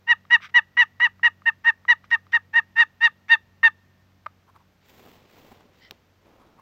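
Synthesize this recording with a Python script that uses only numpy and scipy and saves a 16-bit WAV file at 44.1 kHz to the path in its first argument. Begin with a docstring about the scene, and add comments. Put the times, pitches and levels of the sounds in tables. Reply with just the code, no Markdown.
"""Something hums far away in still air. A hunter sitting under a pine works a wooden box call:
sixteen turkey yelps, the lid sticking and slipping on the box's lip, tapping and scuffing between
strokes, while the trees send back a faint echo. Just after 4 s the lid knocks as the call is lowered
and the hum sinks. A hand shifts on the box, then a jacket rustles, with one sharp click near 5.9 s."""
import sys
import numpy as np
from scipy import signal
from scipy.fft import rfft, irfft, next_fast_len
from scipy.io import wavfile

SR = 44100
rng = np.random.default_rng(int(sys.argv[2]) if len(sys.argv) > 2 else 0)


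def persist_wave(psi):
    """Save psi, clipped to +-1, as 16-bit WAV."""
    counts = np.round(np.clip(psi, -1, 1) * 32767).astype(np.int16)
    wavfile.write(sys.argv[1], SR, np.atleast_2d(counts).T)


N = 291661
TIME = np.arange(N) / SR


def amp(db):
    """Decibels to gain."""
    return 10 ** (np.asarray(db) / 20)


def unit(x):
    """Scale to rms 1."""
    return x / np.sqrt(np.mean(x ** 2) + 1e-20)


def colour(x, curve):
    """EQ a sound with a curve drawn on a log-frequency axis, at rms 1."""
    hz, db = np.transpose(curve)
    eq_db = np.interp(np.log(np.fft.rfftfreq(len(x), 1 / SR) + 1), np.log(hz + 1), db)
    return unit(irfft(rfft(x) * amp(eq_db), len(x)))


def noise(curve):
    """Steady noise through an EQ curve."""
    return colour(rng.standard_normal(next_fast_len(N)), curve)[:N]


def wander(rate_hz):
    """Random drift of rms 1, rolled off above the rate."""
    size = next_fast_len(N)
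    hz = np.fft.rfftfreq(size, 1 / SR)
    return unit(irfft(rfft(rng.standard_normal(size)) / (1 + (hz / rate_hz) ** 4), size)[:N])


def response(peaks, hz):
    """Gain of a set of steep-sided resonances."""
    return sum(amp(db) / (1 + (2 * (hz - centre) / width) ** 6) for centre, width, db in peaks)


def low_cut(x, edge_hz):
    """Steep high-pass: so small a box radiates nothing low."""
    return signal.sosfilt(signal.butter(6, edge_hz, "high", fs=SR, output="sos"), x)


def add(mix, start, sound):
    """Mix a sound in at a time in seconds."""
    part = mix[round(start * SR):][:len(sound)]
    part += sound[:len(part)]


def stroke(start, crest, end):
    """Samples of a stroke, with the way still to go to its crest and the way gone past it (0-1)."""
    at = np.arange(round(start * SR), min(round(end * SR), N))
    before = np.clip((crest - TIME[at]) / max(crest - start, 1e-3), 0, 1)
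    after = np.clip((TIME[at] - crest) / max(end - crest, 1e-3), 0, 1)
    return at, before, after


def fade(at, in_s, out_s):
    """Short ramps at both ends of a stroke."""
    return np.clip(np.minimum((at - at[0]) / in_s, (at[-1] - at) / out_s) / SR, 0, 1)


def swell(start, length, db, taper_db=14, crest_share=0.54):
    """Envelope of one brief rub or bump."""
    level = np.zeros(N)
    at, before, after = stroke(start, start + crest_share * length, start + length)
    level[at] = amp(db - taper_db * (before ** 2 + after ** 2)) * fade(at, in_s=.002, out_s=.002)
    return level


AIR_EQ = [(25, -30), (55, -7), (90, -6), (200, -9.5), (400, -14.5), (1000, -18.5), (2000, -21.5),
          (6000, -31), (10200, -47), (13200, -34), (16000, -41.5)]  # bed of still air: f/Hz, level/dB
HUM_PARTIALS = [(93.3, -0.5), (141, -8), (187, -7), (236, -11)]  # distant machine: f/Hz, level/dB
HUM_FADER = [(0, -63), (1.8, -61), (3.3, -64), (4.2, -63), (4.7, -69), (6.61, -70.5)]  # its level ride: t/s, relative level/dB


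def background(air_db=-64.5, hum_trim_db=-1, waver=0.004, throb_db=2):
    """Still air and a far-off machine whose partials throb and waver."""
    hum = np.zeros(N)
    for hz, db in HUM_PARTIALS:
        throb = amp(db + throb_db * wander(1.3))
        pitch = hz * (1 + waver * wander(23))
        hum += throb * np.sin(2 * np.pi * np.cumsum(pitch) / SR)
    level = amp(np.interp(TIME, *np.transpose(HUM_FADER)) + hum_trim_db)
    return np.sqrt(2) * level * hum + amp(air_db) * noise(AIR_EQ)


def woods(x, near_db=-25, near_t60=0.13, far_db=-43, far_t60=1.7, dull_hz=1100):
    """Ground and branches scatter the sound at once; far trees return a long, faint, dull tail."""
    t = np.arange(SR * 3 // 2) / SR
    near, far = rng.standard_normal((2, len(t))) * (rng.random((2, len(t))) < 2000 / SR)
    near = near * amp(-60 * t / near_t60) * (t > .003)
    far = far * amp(-60 * t / far_t60) * (t > .04)
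    far = signal.lfilter(*signal.butter(1, dull_hz, fs=SR), far / np.linalg.norm(far))
    echoes = amp(near_db) * near / np.linalg.norm(near) + amp(far_db) * far
    return x + signal.fftconvolve(x, echoes)[:N]


def arm_move(start, length, rise_s, t60):
    """Attack, hold and release of one move of the arm."""
    release = amp(-60 * np.maximum(TIME - start - length, 0) / t60)
    return np.clip((TIME - start) / rise_s, 0, 1) * release


FOLD_EQ = [(100, -8), (250, -3.5), (500, -5), (1000, -10.5), (1600, -19.5), (4000, -42.5)]  # dull bunching cloth: f/Hz, level/dB
SLEEVE_EQ = [(800, -20), (1500, -1), (2000, 3.5), (3200, 1.5), (5000, -5), (7500, -12), (10500, -45)]  # sleeve swish: f/Hz, level/dB
FIZZ_EQ = [(4000, -28), (7000, -5), (10500, -16.5), (13500, 0), (15700, -1), (16500, -25)]  # top-end fabric fizz: f/Hz, level/dB
ARM_MOVES = [(4.8, 0.33, -57, -61.5), (5.229, .29, -55, -62.5), (5.679, 0.17, -63, -66.5),
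             (6.17, .3, -58.5, -72.5)]  # rustles: t/s, length/s, fold level/dB, slide level/dB
ARM_BUMPS = [(5.025, 0.082, -52.5), (5.507, .028, -51), (5.906, .026, -54), (6.26, 0.031, -57)]  # soft bumps: the arm against the body, and at 5.906 s a low thud just after the click: t/s, length/s, level/dB


def jacket(crinkle_db=2, fizz_db=-67, at_slide_db=-61.5, fizz_growth=2.4):
    """Cloth folds and the sleeve slides in uneven catches; fast sliding fizzes, the arm bumps softly, and a low
    thud follows the click."""
    fold, slide = np.zeros((2, N))
    for start, length, fold_db, slide_db in ARM_MOVES:
        fold = np.maximum(fold, amp(fold_db) * arm_move(start, length, rise_s=0.15, t60=1.45))
        slide = np.maximum(slide, amp(slide_db) * arm_move(start, length, rise_s=0.083, t60=1.0))
    fizz = amp(fizz_db) * (slide / amp(at_slide_db)) ** fizz_growth
    cloth = fold * noise(FOLD_EQ) + slide * noise(SLEEVE_EQ) + fizz * noise(FIZZ_EQ)
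    bumps = sum(swell(*row) for row in ARM_BUMPS) * noise(FOLD_EQ)
    return unit(amp(crinkle_db * wander(94.2))) * (cloth + bumps)


CLICK_CUE = (5.9098, -29.5, 0.0012)  # the lone click: t/s, level/dB, decay/s
CLICK_EQ = [(80, -25), (250, 6.5), (1200, -11), (2500, 2), (4800, -3), (8500, -21), (11000, -40),
            (13700, -6), (16000, -11)]  # its tone colour: f/Hz, level/dB


def click():
    """One sharp burst of noise with no ring."""
    out, t = np.zeros(N), np.arange(SR // 20) / SR
    start, db, decay = CLICK_CUE
    add(out, start, amp(db) * colour(rng.standard_normal(len(t)), CLICK_EQ) * np.exp(-t / decay))
    return out


BOX_MODES = [(650, -2.5, 0.034), (1070, -2.5, 0.025), (1228, 12.5, 0.031), (1560, -0.5, .022),
             (1800, -8, 0.021), (1970, -7.5, 0.035), (2650, -11.5, 0.021), (3200, -11, .024),
             (3740, -12.5, 0.02), (5870, -31, .012)]  # ring of the wooden box: f/Hz, level/dB, t60/s
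MAIN_HZ, _, MAIN_T60 = BOX_MODES[2]


def box_ring(hardness_db, ring_share):
    """The box's answer to one blow: a hard blow favours the high modes, a resting lid damps them."""
    t = np.arange(SR // 10) / SR
    modes = np.zeros(len(t))
    for hz, db, t60 in BOX_MODES:
        struck_db = db + hardness_db * np.log2(hz / MAIN_HZ)
        modes += amp(struck_db - 60 * t / (t60 * ring_share)) * np.sin(2 * np.pi * hz * t)
    ring = low_cut(modes * np.minimum(t / 0.00036, 1), edge_hz=600)
    return ring / abs(ring).max()


def release_ring(rise_s=0.0021):
    """Freed of the lid, the box's main mode rings out."""
    t = np.arange(SR // 10) / SR
    attack = 1 - np.exp(-(t / rise_s) ** 2)
    return np.sin(2 * np.pi * MAIN_HZ * t) * amp(-60 * t / MAIN_T60) * attack


LID_TAPS = [(.252, -51.5, 7.5), (.403, -47, -3.5), (.77, -33, 4), (1.0008, -30, 5.5), (1.1957, -49.5, -5.5),
            (1.42, -48.5, -1.5), (1.8516, -41, 2), (2.042, -48.5, 4), (2.2673, -51.5, 7), (3.632, -25, 2),
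            (4.2617, -32.5, -.5), (4.265, -27, -0.5), (4.561, -53, 7.5)]  # wood-on-wood hits: t/s, relative level/dB, hardness/(dB per octave)


def lid_taps():
    """The lid taps the box and, resting on it, shortens the ring."""
    out = np.zeros(N)
    for start, db, hardness_db in LID_TAPS:
        add(out, start, 2 * amp(db) * box_ring(hardness_db, ring_share=.5))
    return out


GRIT_EQ = [(550, -38), (1050, -11.5), (1280, -3), (1900, -4), (2250, -2.5), (2600, -9.5), (3700, -13),
           (4300, -24), (5900, -20.5), (6700, -37.5), (8600, -38), (10500, -55), (13000, -40.5),
           (16000, -45.5)]  # lid friction as the box colours it, also in the yelps: f/Hz, level/dB
SQUEAK_BANDS = [(1950, 260, 5), (3110, 320, -3), (4400, 2400, -11)]  # resonances of a half-formed squeak: f/Hz, width/Hz, level/dB
LID_SCUFFS = [(0.407, 0.075, -40, .16), (0.487, 0.02, -51, 0.18), (2.036, 0.026, -55, 0),
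              (2.103, 0.022, -40, 0), (2.318, .017, -38, 0.3), (3.282, .019, -42.5, 0),
              (5.803, 0.088, -51.5, 0.83)]  # glides too light for a note: t/s, length/s, level/dB, squeak share/0-1
HOLLOW_EQ = [(450, -24), (1030, 3), (1500, -12.5), (4000, -35.5)]  # palm on the hollow box: f/Hz, level/dB
HAND_SHIFTS = [(4.474, 0.036, -57), (4.543, 0.038, -53), (4.587, 0.042, -63.5), (6.384, .065, -58.5),
               (6.575, 0.04, -55.5)]  # handling noise: t/s, length/s, level/dB


def scuffs(grain_db=2):
    """The lid slides dryly or just begins to squeak, and the hand rubs the hollow box."""
    hz = np.geomspace(500, 8000, 200)
    scrape = noise(GRIT_EQ)
    squeak = noise(np.c_[hz, 20 * np.log10(response(SQUEAK_BANDS, hz))])
    lid = sum(swell(*row) * ((1 - share) * scrape + share * squeak) for *row, share in LID_SCUFFS)
    palm = sum(swell(*row) for row in HAND_SHIFTS) * noise(HOLLOW_EQ)
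    return (lid + palm) * amp(grain_db * wander(250))


def chalk_grit(friction, slips, grit_db=-28, woody_db=-29):
    """Chalk grit scrapes at each slip and rattles the box's own modes."""
    friction = signal.lfilter(*signal.butter(1, 60, fs=SR), friction)  # builds and dies in a few ms
    damped = box_ring(hardness_db=2, ring_share=0.87)
    woody = signal.oaconvolve(friction * rng.standard_normal(N), damped / np.linalg.norm(damped))[:N]
    return amp(grit_db) * friction * (1 + slips) * noise(GRIT_EQ) + amp(woody_db) * woody


def pitch_arch(crest_hz, rise_s, before, after, climb_hz_per_s=1050, low_hz=862):
    """A stroke climbs to its crest, drops toward a low note and sinks a tenth more as the lid lets go."""
    climb = climb_hz_per_s * rise_s * np.sin(np.pi / 2 * before) ** 2
    drop = (crest_hz - low_hz) * after ** 1.3
    return (crest_hz - climb - drop) * (1 - after ** 20 / 10)


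BOX_FORMANTS = [(880, 480, -18), (1870, 620, 0), (2807, 330, -14.5), (3800, 830, -24.5), (4666, 330, -40),
                (5836, 360, -36), (6370, 600, -46.5), (7760, 1700, -53), (13300, 5600, -67.5)]  # resonances that radiate the note: f/Hz, width/Hz, level/dB
# One lid stroke a row: start t/s, crest t/s, end t/s, crest drive level/dB, swell to the crest/dB,
# crest f/Hz, third-partial trim/dB, upper-partial rasp/dB
YELP_STROKES = [ (.064, 0.111, .137, -11.5, 39, 963.5, 2, 0), (.299, 0.339, .367, -10, 24.5, 966, 2.5, 1),
                (0.54, 0.569, .599, -10, 17.5, 974.5, 1.5, -1),
                (.768, 0.804, .838, -11.5, 12.5, 980, 2, -1.5),
                (0.998, 1.041, 1.074, -13, 12, 982, 2, -3.5), (1.23, 1.261, 1.284, -12, 10, 962, 2, -3.5),
                (1.455, 1.482, 1.502, -13.5, 15.5, 932, 2, -6),
                (1.637, 1.685, 1.708, -11.5, 34, 940.7, -2, -5.5),
                (1.88, 1.906, 1.936, -10.5, 13, 975, -2.5, 1.5),
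                (2.112, 2.133, 2.161, -14.5, 9, 947, -2, -4),
                (2.33, 2.354, 2.377, -13.5, 10, 948, -2.5, -1),
                (2.529, 2.579, 2.601, -12, 27, 943.6, -2, -4),
                (2.754, 2.81, 2.837, -12, 25.5, 945.2, 1, 2.5),
                (3.003, 3.049, 3.08, -12, 25.5, 947.7, 2, 5.5), (3.29, 3.326, 3.357, -10, 25, 931, 3, 8),
                (3.63, 3.654, 3.686, -10.3, 9.5, 928, 0, 2.5)]


def yelps(sag_db=15.5, hand_db=.8, late_db=3, release_db=-29, jitter=.007, shimmer=0.078,
          chatter_hz=201.6, chatter_bend=0.0062, chatter_db=1.5, grab_s_per_db=.00035):
    """Stick-slip of the lid: the pitch arches with the stroke, and pressure brings out upper partials."""
    tone, friction, slips = np.zeros((3, N))
    unsteady, flutter, hand = wander(510), wander(350), wander(77)
    # the lid bounces as it slides, shaking the pitch and the higher partials
    chatter = np.sin(2 * np.pi * np.cumsum(chatter_hz * (1 + .2 * wander(60))) / SR)
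    for start, crest, end, level_db, swell_db, crest_hz, third_db, rasp_db in YELP_STROKES:
        at, before, after = stroke(start, crest, end)
        pressure_db = -swell_db * before ** 2 - sag_db * after ** 3 + hand_db * hand[at]
        hz = pitch_arch(crest_hz, crest - start, before, after)
        loose = 1 + 3 * before ** 2 + 2 * after ** 4  # rougher where the lid's grip is weak
        bend = 1 + jitter * loose * unsteady[at] + chatter_bend * chatter[at]
        phase = 2 * np.pi * np.cumsum(hz * bend) / SR
        # the bigger the swell, the longer the lid scrapes before it sings
        grip = fade(at, in_s=grab_s_per_db * swell_db, out_s=.004) * (1 + shimmer * loose * flutter[at])
        for k in range(1, 17):
            follow = {1: 0.28, 2: 1, 3: 0.69}.get(k, 1.35)  # dB per dB of pressure
            # the second partial whistles early on; the note turns reedy late in the stroke
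            reedy_db = (k == 3) * third_db + (k != 2) * late_db * ((k < 7) * after - 2 * before)
            raspy_db = (k > 3) * (rasp_db / max(1, k / 5) ** 2 + chatter_db * chatter[at])
            drive = amp(level_db + reedy_db + raspy_db + follow * pressure_db)
            # no two slips have the same edge, which frays the top partials
            fray = (k / 14) ** 2 * np.roll(flutter, k * SR // 10)[at]
            partial = np.sqrt(2) * np.cos(k * phase + k * k + fray)
            tone[at] += drive * response(BOX_FORMANTS, k * hz) * grip * partial
        scrape = amp(level_db + pressure_db / 2) * (1 + .3 * hand[at])
        friction[at] = scrape * fade(at, in_s=.003, out_s=.003)
        slips[at] = np.cos(phase) * grip / 2
        add(tone, end - .003, 2 * amp(release_db) * release_ring())
    return low_cut(tone + chalk_grit(friction, slips), edge_hz=882)


def scene():
    """Mono mix: the call and the click among the trees, the jacket dry, the background beneath."""
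    return (woods(yelps() + scuffs() + lid_taps() + click()) + jacket() + background())[None]


def record(dry, edge_hz=15900):
    """A steep high cut takes off the very top."""
    high_cut = signal.firwin(511, edge_hz, window=("kaiser", 9), fs=SR)
    return signal.oaconvolve(dry, high_cut[None], "same")


dry = scene()
out = record(dry)
persist_wave(out)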